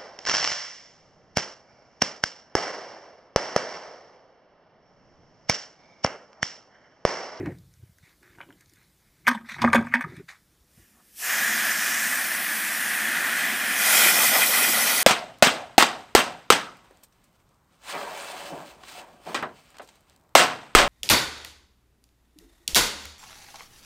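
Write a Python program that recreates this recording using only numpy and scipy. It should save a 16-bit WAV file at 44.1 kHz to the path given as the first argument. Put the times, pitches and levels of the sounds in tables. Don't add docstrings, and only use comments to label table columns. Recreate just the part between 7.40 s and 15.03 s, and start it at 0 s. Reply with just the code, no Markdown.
import sys
import numpy as np
from scipy import signal
from scipy.fft import rfft, irfft, next_fast_len
from scipy.io import wavfile
from scipy.ndimage import uniform_filter1d, map_coordinates

SR = 44100
rng = np.random.default_rng(int(sys.argv[2]) if len(sys.argv) > 2 else 0)


def wav_record(signal):
    frames = np.transpose(np.atleast_2d(signal))
    bounded = np.clip(frames, -1, 1)
    quanta = np.round(bounded * 32767).astype(np.int16)
    wavfile.write(sys.argv[1], SR, quanta)


def volts(x):
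    e = np.asarray(x, float) / 20
    return 10 ** e


N = 336483
STEP = 22


def unit(x):
    return x / np.sqrt(np.mean(x ** 2) + 1e-20)


def curves(rows):
    s, *cols = np.transpose(rows)
    return [np.interp(np.arange(N) / SR, s, c) for c in cols]


def wobble(rate):
    knots = rng.standard_normal(int(N * rate / SR) + 4)
    return map_coordinates(knots, [np.arange(N) * rate / SR])


def humps(times, rise_db_per_s, hold, fall_db_per_s):
    age = np.arange(0, N, STEP) / SR - np.reshape(times, (-1, 1))
    hold, rise, fall = (np.reshape(v, (-1, 1)) for v in (np.abs(hold), rise_db_per_s, fall_db_per_s))
    return np.minimum(0, np.minimum(rise * age, fall * (hold - age)))


def summed(db, shapes):
    power = volts(2 * (shapes + db[:, None])).sum(axis=0)
    return np.interp(np.arange(N), np.arange(0, N, STEP), np.sqrt(power))


def filtered(x, response):
    m = next_fast_len(N + 8192)
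    return irfft(rfft(x, m) * response(np.fft.rfftfreq(m, 1 / SR)), m)[..., :N]


def coloured(x, spectrum):
    hz, db = np.transpose(spectrum)
    return unit(filtered(x, lambda f: volts(np.interp(np.log(f + 1), np.log(hz), db, -120, -120))))


def ringing(peaks):
    def response(f):
        total = 0
        for k, (hz, width, db) in enumerate(peaks):
            damping = 1j * f * width
            total = total + (-1) ** k * volts(db) * damping / (hz * hz - f * f + damping)
        return total
    return response


def resonant(x, peaks):
    return unit(filtered(x, ringing(peaks)))


def patchy(depth_db):
    z = signal.stft(rng.standard_normal(N + 512), nperseg=512)[2]
    field = uniform_filter1d(uniform_filter1d(rng.standard_normal(z.shape), 6, 0), 8, 1)
    return unit(signal.istft(z * volts(depth_db * unit(field)), nperseg=512)[1][:N])


def drops(rate, spread_db):
    size = volts(spread_db * np.minimum(rng.exponential(size=N), 3)) * rng.standard_normal(N)
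    return unit(size * (rng.random(N) < rate / SR))


# frequency in Hz, level in dB per Hz.
AIR_COLOUR = [(18, -31), (30, -7), (59, 1), (97, -15.5), (212, -9), (242, -14), (322, -14), (782, -21.5),
              (2110, -21.5), (2660, -24), (15300, -25)]


def air():
    return volts(-65.5) * coloured(patchy(depth_db=1.6), AIR_COLOUR)


def yard(x):
    t = np.arange(SR // 3) / SR
    tail = rng.standard_normal(len(t)) * volts(-60 * t / 0.19)
    echo = signal.fftconvolve(x, tail / np.linalg.norm(tail))[:N]
    return filtered(echo, lambda f: 1 / np.hypot(1, f / 5000))


# time in seconds, thump in dB, creak over it in dB,
# time to fade 10 dB in seconds (sign ignored, 0 is silent).
SQUEEZES = [(.01, -32.5, 4, 0.1125), (.07, -31.5, 3.5, 0.05), (.125, -37, -8, 0), (.2, -42, -16, 0),
            (.25, -45, -22, 0), (.45, -62, -10, 0.1), (.68, -70, 6, .03), (.86, -66.5, 5, 0.28),
            (.985, -58, 9, 0.06), (1.012, -58, 9.5, .012), (1.035, -58, 12, .01), (1.097, -61, 8, 0.1),
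            (1.3, -62, -7, 0.34), (1.89, -58, -2, 0.3), (2.245, -30.5, -1, 0.09), (2.36, -30.5, 0, 0.0746),
            (2.66, -48, 0, 0.06), (2.73, -50, 2, 0.06), (2.8, -54, 5, 0.04), (3.02, -68, -6, -0.6),
            (3.385, -64, 0, -0.1), (3.62, -72, -3.5, 0.05)]
# frequency in Hz, level in dB per Hz.
THUMP_COLOUR = [(15, -35), (40, -10.5), (105, -1), (170, -3), (240, -25)]
# frequency in Hz, level in dB per Hz.
CREAK_COLOUR = [(200, -20.5), (260, -4.5), (360, -1.5), (430, -12.5), (700, -20), (1500, -42.5)]


def grip():
    s, thump_db, creak_db, fade = np.transpose(SQUEEZES)
    rise_share, creak_speed = 0.45, 1.88
    squeezes = humps(s, 10 / (rise_share * np.abs(fade)), 0, 10 / np.abs(fade))
    thump = unit(volts(1.5 * wobble(25)) * coloured(rng.standard_normal(N), THUMP_COLOUR))
    thump = unit(thump / np.abs(uniform_filter1d(thump ** 2, size=1400)) ** 0.3)
    creak = unit(volts(3.2 * wobble(39)) * coloured(rng.standard_normal(N), CREAK_COLOUR))
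    creak_gain = summed(thump_db + creak_db, creak_speed * squeezes)
    return summed(thump_db, squeezes) * thump + creak_gain * creak


# time in seconds, pitch in Hz, peak in dB, number of swings.
FINGERTIPS = [(.342, 75, -52, 1), (.378, 90, -47, 1), (.402, 105, -46, 2), (.436, 100, -35, 1.5),
              (.437, 330, -52, 2), (.47, 100, -48, 2), (.499, 110, -43, .8), (.523, 60, -48, .8),
              (.57, 70, -56, 1), (.615, 65, -50, 1), (.637, 110, -44, 1), (.908, 90, -47, .8),
              (2.651, 153, -30, 2), (2.67, 130, -35, 2), (2.672, 370, -43, 5), (2.70, 125, -39, 2),
              (2.74, 160, -39, 3), (2.78, 135, -33, 1.3), (2.785, 310, -41, 3), (2.803, 150, -39, 2),
              (2.808, 385, -38, 6), (2.842, 140, -47, 1.5), (3.22, 65, -55, 1.5), (3.38, 130, -44, .8),
              (3.398, 75, -48, 1.5), (3.432, 60, -47, 1), (3.575, 60, -57, 1), (.035, 380, -30, 8),
              (.07, 340, -28, 6)]


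def thuds():
    out = np.zeros(N)
    half = SR // 40
    for s, hz, db, swings in FINGERTIPS:
        turns = hz * (np.arange(-half, half) / SR)
        push = np.exp(-(2 * turns / swings) ** 2) * np.sin(2 * np.pi * turns)
        out[round(s * SR) - half:][:len(turns)] += volts(db) * push
    return out


# start in seconds, hold in seconds, rub in dB, grit over the rub in dB.
STROKES = [(.0, .01, -49, -29), (.03, .02, -56, -25), (.058, 0.008, -45, -25), (.09, .035, -59, -24),
           (.63, 0.09, -64.5, -7), (.828, 0.125, -61, -16), (1.17, .03, -71, -9), (1.208, .003, -61.5, -19),
           (1.28, .08, -73, -4), (1.37, 0.0625, -66, -13), (1.6, 0.25, -74, -9), (1.853, .012, -51, -23),
           (2.06, .02, -54, -8), (2.09, .03, -41, -9.5), (2.14, 0.024, -51, -5), (2.19, 0.015, -42, -17),
           (2.441, .05, -48, -20), (2.517, .02, -41.5, -27), (2.68, 0.11, -55, -11.5),
           (2.888, 0.019, -44, -7.5), (2.95, 0.0192, -68, -11)]
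# frequency in Hz, level in dB per Hz.
RUB_COLOUR = [(300, -43.5), (700, -15), (1200, -9.5), (1700, -2.5), (2200, -2), (2600, -12), (3000, -20),
              (4200, -43), (7000, -120)]
# frequency in Hz, level in dB per Hz.
GRIT_COLOUR = [(2500, -42), (3500, 8.5), (6000, 1), (14000, -13.5), (16000, -35.5)]


def scuffs():
    s, hold, rub_db, grit_db = np.transpose(STROKES)
    strokes = humps(s, 2600, hold, 330.5)
    resting = volts(-81.5) * (np.arange(N) < NOZZLE_MOVES[0][0] * SR)
    rub = coloured(patchy(depth_db=4.0) + 0.89 * drops(rate=1500, spread_db=3.0), RUB_COLOUR)
    grit = coloured(patchy(depth_db=3.5) + 0.36 * drops(rate=1600, spread_db=11.0), GRIT_COLOUR)
    return summed(rub_db, strokes) * rub + (summed(rub_db + grit_db, strokes) + resting) * grit


# start in seconds, hold until damped in seconds, rms level in dB.
BOOM_EVENTS = [(1.886, .035, -28), (1.952, .02, -38), (2.008, .008, -42), (2.035, .03, -48),
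               (2.123, 0.0085, -46), (2.219, .01, -31), (2.248, .044, -19), (2.305, .01, -30),
               (2.356, .042, -21), (2.415, 0.014, -30), (2.45, .025, -35), (2.505, .015, -39),
               (2.552, .048, -31)]


def boom():
    s, hold, db = np.transpose(BOOM_EVENTS)
    cycles = np.cumsum(231 * (1 + 0.037 * wobble(25))) / SR
    waver = volts(2.5 * wobble(40))
    gain = summed(db, humps(s, 1600, hold, 1200))
    return gain * waver * np.sqrt(2) * np.sin(2 * np.pi * cycles)


def struck(modes, rattle):
    t = np.arange(4096)[:, None] / SR
    hz, width, db = np.transpose(modes)
    strength, detune, phase = rng.standard_normal((3, len(modes)))
    hz = hz * (1 + .012 * detune)
    decay = np.exp(-np.pi * width * t) * (1 - np.exp(-t * hz / 0.36))
    ring = volts(db + 2 * strength) * decay * np.sin(2 * np.pi * (hz * t + phase))
    sound = signal.fftconvolve(rattle, ring.sum(axis=1))[:len(rattle)]
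    return sound / np.abs(sound).max()


def contact(depth_db, hard_db, spot_hz, body, bright, dryness, click_lasts, edge):
    t = np.arange(SR // 4) / SR
    t60 = 0.063 * dryness * np.array([[1], [1], [click_lasts]])
    lumps = volts(47 * uniform_filter1d(rng.standard_normal(len(t)), size=64))
    rattle = rng.standard_normal((3, len(t))) * lumps * volts(-60 * t / t60)
    blow = 8 * np.exp(-((t - .0002) / .00008) ** 2)
    near = [(hz, width, db - 21 * abs(np.log2(hz / spot_hz))) for hz, width, db in body]
    sound = struck(near, rattle[0] + blow)
    sound = sound + volts(depth_db - 7.5) * struck(LOW_WALL_MODES, rattle[1] + blow)
    sound = sound * (1 - np.exp(-t / 0.00061))
    return sound + volts(hard_db + 3) * struck(bright, rattle[2] + edge * (t == 0))


def tinkle(hz):
    t = np.arange(SR // 4) / SR
    rough = 1 + 3.6 * uniform_filter1d(rng.standard_normal(len(t)), size=40)
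    return volts(-60 * t / .045) * (1 - np.exp(-t / .001)) * np.sin(2 * np.pi * hz * t) * rough


# time in seconds, strength in dB, depth in dB, hardness in dB,
# pitch at the spot struck in Hz.
CONCRETE_TICKS = [(.0592, -28, -9, -19, 1780), (.1214, -49, -1.5, -10, 2000), (.1854, -59, -4, 6, 2000),
                  (.3391, -57, -14, 11, 2200), (.5846, -50, -19, -3, 2100), (.83, -44, -14, -8, 1800),
                  (.9574, -55, -4.5, -8, 2400), (.976, -54, 0, -20, 1500), (.985, -39, 0, -25, 1500),
                  (.9905, -48, -5, -20, 2900), (.998, -47, -5, -20, 1500), (1.0046, -27, -3, -31, 1500),
                  (1.0125, -31, -12, -25, 2500), (1.02, -47, -6, -20, 1600), (1.0284, -43, 2, -20, 2900),
                  (1.033, -44, 2, -22, 1500), (1.0486, -53, -4, -18, 1600), (1.0886, -52, 4, -18, 2800),
                  (1.098, -56, 5, -18, 2900), (1.105, -38, -6, -27, 1500), (1.1258, -46, -14, -10, 3200),
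                  (1.209, -55, -12, 10, 2200), (1.2594, -57, -11, 4, 2000), (1.2955, -63, -9, 11, 2000),
                  (1.336, -58, -14, 13, 2200), (1.3584, -60, -9, 5, 2000), (1.386, -68, -9, 8, 2000),
                  (1.43, -60, -3, -1, 2300)]
# time in seconds, strength in dB, depth in dB, hardness in dB, pitch at
# the spot struck in Hz.
BUCKET_KNOCKS = [(1.8635, -34, -15.5, -20, 2100), (1.868, -12.5, -10.5, -14, 2150),
                 (1.873, -8.5, -9, -16.5, 1830), (1.877, -8, -12.5, -30, 940), (1.8785, -3, -12, -17, 1600),
                 (1.887, -11, -9, -14.5, 1604), (1.8987, -17.5, -9, -25, 1202), (1.912, -20, -5, -14.5, 1600),
                 (1.916, -21.5, -5.5, -24.5, 950), (1.93, -28, -5.5, -15, 1500),
                 (1.948, -23.5, -3, -14.5, 960), (1.9747, -29.5, -5, -30.5, 1627),
                 (2.01, -42.5, 3, -16, 1200), (2.045, -45, -10, -16, 1480), (2.0894, -31, -14, -18.5, 2000),
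                 (2.096, -31.5, -13, -18.5, 1910), (2.1211, -28.5, -12.5, -15, 1810),
                 (2.1427, -27, -25, -17.5, 1980), (2.164, -37, -12.5, -18, 950),
                 (2.1837, -29.5, -9, -20, 1560), (2.189, -32.5, -6, -20, 945),
                 (2.213, -29.5, -3, -12.5, 2000), (2.2185, -17, -6, -3.5, 1060), (2.221, -20, -9, -9.5, 2150),
              (2.228, -20, -8, -15.5, 1000), (2.2405, -8, 2, -29, 617), (2.246, -12.5, 1.5, -20, 1830),
              (2.262, -25, 4, -18, 1900), (2.275, -13, -5, -30, 1300), (2.286, -24, -3, -20, 800),
              (2.301, -28, -3, -17.5, 2200), (2.324, -27.5, -5, -17.5, 1010),
              (2.3309, -5, -20, -18.5, 1770), (2.3328, -7, -20, -30, 1220), (2.346, -9, -3, -15, 600),
              (2.351, -7.5, -6, -22, 1600), (2.356, -13.5, 0, -8.5, 2100), (2.363, -11.5, -6, -19.5, 1500),
              (2.379, -19, -2, -22, 1100), (2.39, -24.5, -5, -20, 1600), (2.41, -26, 1, -19.5, 560),
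              (2.425, -29.5, -2.5, -18, 1205), (2.447, -34, -1, -18.5, 950), (2.4693, -28, -3, -22.5, 1540),
              (2.524, -29.5, -9, -22, 1400), (2.5385, -4, -14.5, -26.5, 1760),
              (2.547, -14, -6, -17.5, 2050), (2.555, -15, -2.5, -17, 1590), (2.567, -25, 0, -22, 2280),
              (2.59, -29.5, 1, -20, 950), (2.609, -15, -11, -20, 1720), (2.62, -25, -12, -19, 1590),
              (2.64, -22.5, -9.5, -29.5, 1720), (2.644, -26, -10, -33.5, 1180),
              (2.7194, -52.5, 1, -9.5, 1500), (2.766, -43, -12, -3.5, 1800),
              (2.8903, -35.5, -25, -17.5, 1900), (2.9594, -55, -16, -6, 1900)]
# time in seconds, pitch in Hz, level in dB.
HANDLE_TINKLES = [
    (1.947, 7900, -46),
    (2.219, 5600, -37.5),
    (2.398, 7900, -57),
    (2.462, 7900, -54),
    (2.464, 8900, -59),
    (2.484, 6200, -58.5),
    (2.61, 8600, -46.5),
    (1.945, 3550, -40.5),
]
# frequency in Hz, width in Hz, level in dB.
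NOZZLE_MODES = [(1540, 240, 3), (2050, 290, 0), (2440, 250, -6), (2910, 160, 0), (3280, 250, -4)]
# frequency in Hz, width in Hz, level in dB.
LEVER_MODES = [(3870, 890, -6), (5480, 1000, 0), (6800, 1000, 1), (9800, 1800, 1), (12800, 2600, -1.5)]
# frequency in Hz, width in Hz, level in dB.
LOW_WALL_MODES = [(550, 60, -7), (670, 80, -8), (810, 80, -5), (950, 50, 0), (1100, 70, -5)]
# frequency in Hz, width in Hz, level in dB.
WALL_MODES = [(1140, 70, -4), (1235, 77, -2.5), (1480, 90, -6.5), (1589, 83, 0.5), (1745, 80, 1.5),
              (1900, 110, -1), (2050, 80, -2), (2200, 61, -0.5), (2320, 66, -3), (2500, 47, -3)]
# frequency in Hz, width in Hz, level in dB.
CLICK_MODES = [(3020, 320, -4.5), (3410, 360, 0.5), (4570, 890, -1.5), (5450, 710, -4.5), (6450, 950, -3.5),
               (8600, 560, -6.5), (11000, 3900, 3), (14000, 3000, -3.5)]


def knocks():
    out = np.zeros(N + SR)

    def add(s, db, sound):
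        out[round(s * SR):][:len(sound)] += volts(db) * sound

    for s, db, *blow in CONCRETE_TICKS:
        add(s, db, contact(*blow, NOZZLE_MODES, LEVER_MODES, dryness=.55, click_lasts=.6, edge=7))
    wall = [*LOW_WALL_MODES, *WALL_MODES]
    for s, db, *blow in BUCKET_KNOCKS:
        add(s, db, contact(*blow, wall, CLICK_MODES, dryness=.6, click_lasts=.9, edge=3.5))
    for s, hz, db in HANDLE_TINKLES:
        add(s, db, tinkle(hz))
    return out[:N]


def bubbles(centre_hz, cycles, count):
    draw, t = rng.standard_normal((count, 2)), np.arange(700) / SR
    start = rng.integers(0, N, count)[:, None] + np.arange(700)
    hz = centre_hz * np.exp(0.3188 * draw[:, :1])
    age = hz * t / cycles
    swell = volts(2.6 * draw[:, 1:]) * age * np.exp(-6 * age)
    tone = swell * np.sin(2 * np.pi * hz * t * (1 + 0.13 * age))
    return unit(np.bincount(start.ravel(), tone.ravel())[:N])


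def drifting(x, depth_db):
    z = signal.stft(x, nperseg=512)[2]
    field = rng.standard_normal(z.shape)
    for _ in range(2):
        field = uniform_filter1d(uniform_filter1d(field, size=12, axis=0), size=50, axis=1)
    return signal.istft(z * volts(depth_db * unit(field)), nperseg=512)[1][:N]


# time in seconds, flow in dB, aim at the wall in dB, treble tilt in dB.
NOZZLE_MOVES = [(3.24, -58, -0.5, -4.5), (3.3, -38, -12, -2), (3.38, -32, -6, -2), (3.6, -36.5, -5.5, -1.5),
                (3.738, -27.5, -12, -3), (3.8, -6.5, -4, -0.5), (3.86, -0.4, -0.5, -0.5),
                (4.0, 0.7, 0.3, 0.5), (4.3, 0.7, 0, -1.5), (4.58, -0.14, -0.5, 4), (4.95, -1, -1, -5),
                (5.4, 0, -1.4, -3.5), (5.8, -3, 4, -1.4), (6.28, -2, 2.5, -2.5), (6.5, 2.5, -4, 2.3),
                (6.75, 0.84, -5, 2.5), (6.92, 0.14, -5, 0.6), (7.63, -2, -4.5, -0.2)]
# time in seconds, share of the jet landing in water from 0 to 1.
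WATER_SHARE = [
    (3.2, 0.26),
    (5.4, 0.13),
    (6.3, 0.41),
    (6.55, 1),
    (7.63, 0.99),
]
# time in seconds, change on the wall in dB, change on the
# surface in dB.
WAVES = [(3.55, -2, 11), (3.605, 0, 17), (3.91, 0.5, 3), (6.48, -0.6, 2), (6.57, 0, -4.5), (6.64, 3.5, 1.5),
         (6.7, 3.5, -1.5), (6.79, -0.5, 4), (6.95, 1.5, 4.5), (7.0, -2.5, 2), (7.04, 6.5, -1),
         (7.07, -6.5, -1), (7.26, 2, 1), (7.31, -5.5, -1.5), (7.5, 0.5, -0.5), (7.57, -4, -2)]
# frequency in Hz, width in Hz, level in dB.
EMPTY_DRUM = [(1340, 160, -8), (1410, 130, -22.5), (1753, 246, 25), (2440, 130, -16), (3200, 200, -4)]
# frequency in Hz, width in Hz, level in dB.
WET_DRUM = [(1414, 83, 0), (1985, 130, 4), (2446, 110, 2), (3194, 340, -6)]
# frequency in Hz, level in dB per Hz.
EMPTY_HISS = [(1650, -19), (2800, 7), (3180, -10), (4020, -7.5), (5350, 4), (9850, 3.5), (11200, 1.5),
              (14600, 3), (15300, -1.5)]
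# frequency in Hz, level in dB per Hz.
WET_HISS = [(1650, -12), (2800, -4.5), (3140, -3.5), (4020, -5.5), (5420, -2.5), (7310, -6), (8540, -2),
            (13300, -3.5), (15300, -3)]
# frequency in Hz, level in dB per Hz.
SPLASH_COLOUR = [(190, -24), (330, -17.5), (441, -13.5), (744, 0), (828, -4.5), (989, -5.5), (1250, -2),
                 (1620, -15), (2750, -120)]
# frequency in Hz, level in dB per Hz.
COLUMN_COLOUR = [(18, -61), (30, -33), (102, -15), (140, -9.5), (220, 7), (302, 0), (400, -6), (520, -57),
                 (880, -120)]


def spray():
    flow_db, aim_db, tilt_db = curves(NOZZLE_MOVES)
    t = np.arange(N) / SR
    opened = t > NOZZLE_MOVES[0][0]
    wet = np.clip(curves(WATER_SHARE)[0], 0, 1)
    coarse = t[::STEP]
    waves_db = sum(np.outer(db, np.exp(-((coarse - s) / 0.032) ** 2)) for s, *db in WAVES)
    wall_wave_db, surface_wave_db = [np.interp(t, coarse, db) for db in waves_db]

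    def follows(db, wet_db, growth, lag_s):
        return db + wet_db * wet ** 2 + growth * np.interp(t - lag_s, t, flow_db) + aim_db

    def blend(empty, full):
        return np.sqrt(1 - wet) * empty + np.sqrt(wet) * full

    jet_db = -30 + 8.4 * wet ** 2 + flow_db
    drum_db = follows(-27, wet_db=7.5, growth=1.07, lag_s=0.036) + wall_wave_db
    splash_db = follows(-42.5, wet_db=15, growth=0.95, lag_s=0.02) + surface_wave_db
    column_db = follows(-47, wet_db=9, growth=0.5, lag_s=0.17)
    surge = (0.14 + 0.49 * wet) * (wobble(14) + 1.1 * wobble(45))

    fizz = [patchy(depth_db=2) + 0.48 * drops(rate=4200, spread_db=1.5) for _ in range(2)]
    hiss = blend(coloured(fizz[0], EMPTY_HISS), coloured(fizz[1], WET_HISS))
    jet = volts(jet_db + 0.72 * surge) * hiss
    mid_treble = filtered(jet, lambda f: np.exp(-((f - 6600) / 1700) ** 2))
    jet = drifting(np.pad(jet + (volts(tilt_db) - 1) * mid_treble, (0, 512)), depth_db=1.05)

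    beats = [patchy(depth_db=1.2) + .5 * drops(rate=990, spread_db=3.5) for _ in range(2)]
    drumming = blend(resonant(beats[0], EMPTY_DRUM), resonant(beats[1], WET_DRUM))
    drum = volts(drum_db + .85 * surge) * drumming

    gurgle = bubbles(centre_hz=764, cycles=9.3, count=3000) + bubbles(centre_hz=2108, cycles=15, count=3000)
    foam = coloured(patchy(depth_db=1.5), SPLASH_COLOUR) + 0.58 * wet * gurgle
    splash = volts(splash_db + surge + 0.93 * wobble(11)) * foam
    rumble = volts(column_db + 0.74 * wobble(9)) * coloured(patchy(depth_db=0.5), COLUMN_COLOUR)
    return opened * (jet + drum + splash + rumble)


def scene():
    hits = knocks()
    lows = filtered(boom() + grip() + thuds(), lambda f: (f / np.hypot(f, 55)) ** 2)
    mono = air() + hits + volts(-8) * yard(hits) + scuffs() + lows + spray()
    return np.array([mono, mono])


# frequency in Hz, rarity as a threshold in sigmas.
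DROPOUT_RARITY = [(2600, 4.5), (2760, 1.6), (3000, 3.6), (7000, 2.9), (11000, 2.5), (15000, 2.1)]


def dropouts(x):
    hz, _, z = signal.stft(x, SR, nperseg=1024)
    field = rng.standard_normal(z.shape[1:])
    field = uniform_filter1d(uniform_filter1d(field, size=2, axis=0), size=6, axis=1)
    dropped = unit(field) > np.interp(hz, *np.transpose(DROPOUT_RARITY))[:, None]
    dropped = dropped | np.roll(dropped, 1, axis=0) | np.roll(dropped, 1, axis=1)
    return signal.istft(z * ~dropped, SR, nperseg=1024)[1][:, :N]


# time in seconds, lower edge in Hz, upper edge in Hz, level in dB.
PUFFS = [
    (4.32, 5180, 7100, -37),
    (4.96, 6200, 8400, -43.5),
    (5.17, 8200, 9800, -40.5),
    (5.17, 11000, 12500, -42),
    (6.911, 6230, 7700, -35),
    (6.91, 11700, 14000, -32.5),
    (7.423, 4700, 6470, -33),
    (7.491, 8200, 10460, -32),
]


def flecks():
    out, size = np.zeros(N), 2048
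    hz = np.fft.rfftfreq(size, 1 / SR)
    for s, lo_hz, hi_hz, db in PUFFS:
        inside = np.abs(hz - (lo_hz + hi_hz) / 2) < (hi_hz - lo_hz) / 2
        band = unit(irfft(rfft(rng.standard_normal(size)) * inside))
        out[round(s * SR) - size // 2:][:size] += volts(db) * band * np.hanning(size)
    return out * [[1], [-1]]


def top_cut(x):
    return signal.sosfilt(signal.butter(12, 16550, fs=SR, output="sos"), x)


def record(dry):
    ceiling, top_hz, bass_hz = .7, 15400, 45
    limited = dry / (1 + np.abs(dry / ceiling) ** 6) ** (1 / 6)

    def response(f):
        gap = 1 - 0.5 * np.exp(-((f - 2760) / 55) ** 2)
        return (f < top_hz) * gap * f / np.hypot(f, bass_hz)

    mix = dropouts(filtered(limited, response)) + flecks()
    return top_cut(mix)


dry = scene()
out = record(dry)
wav_record(out)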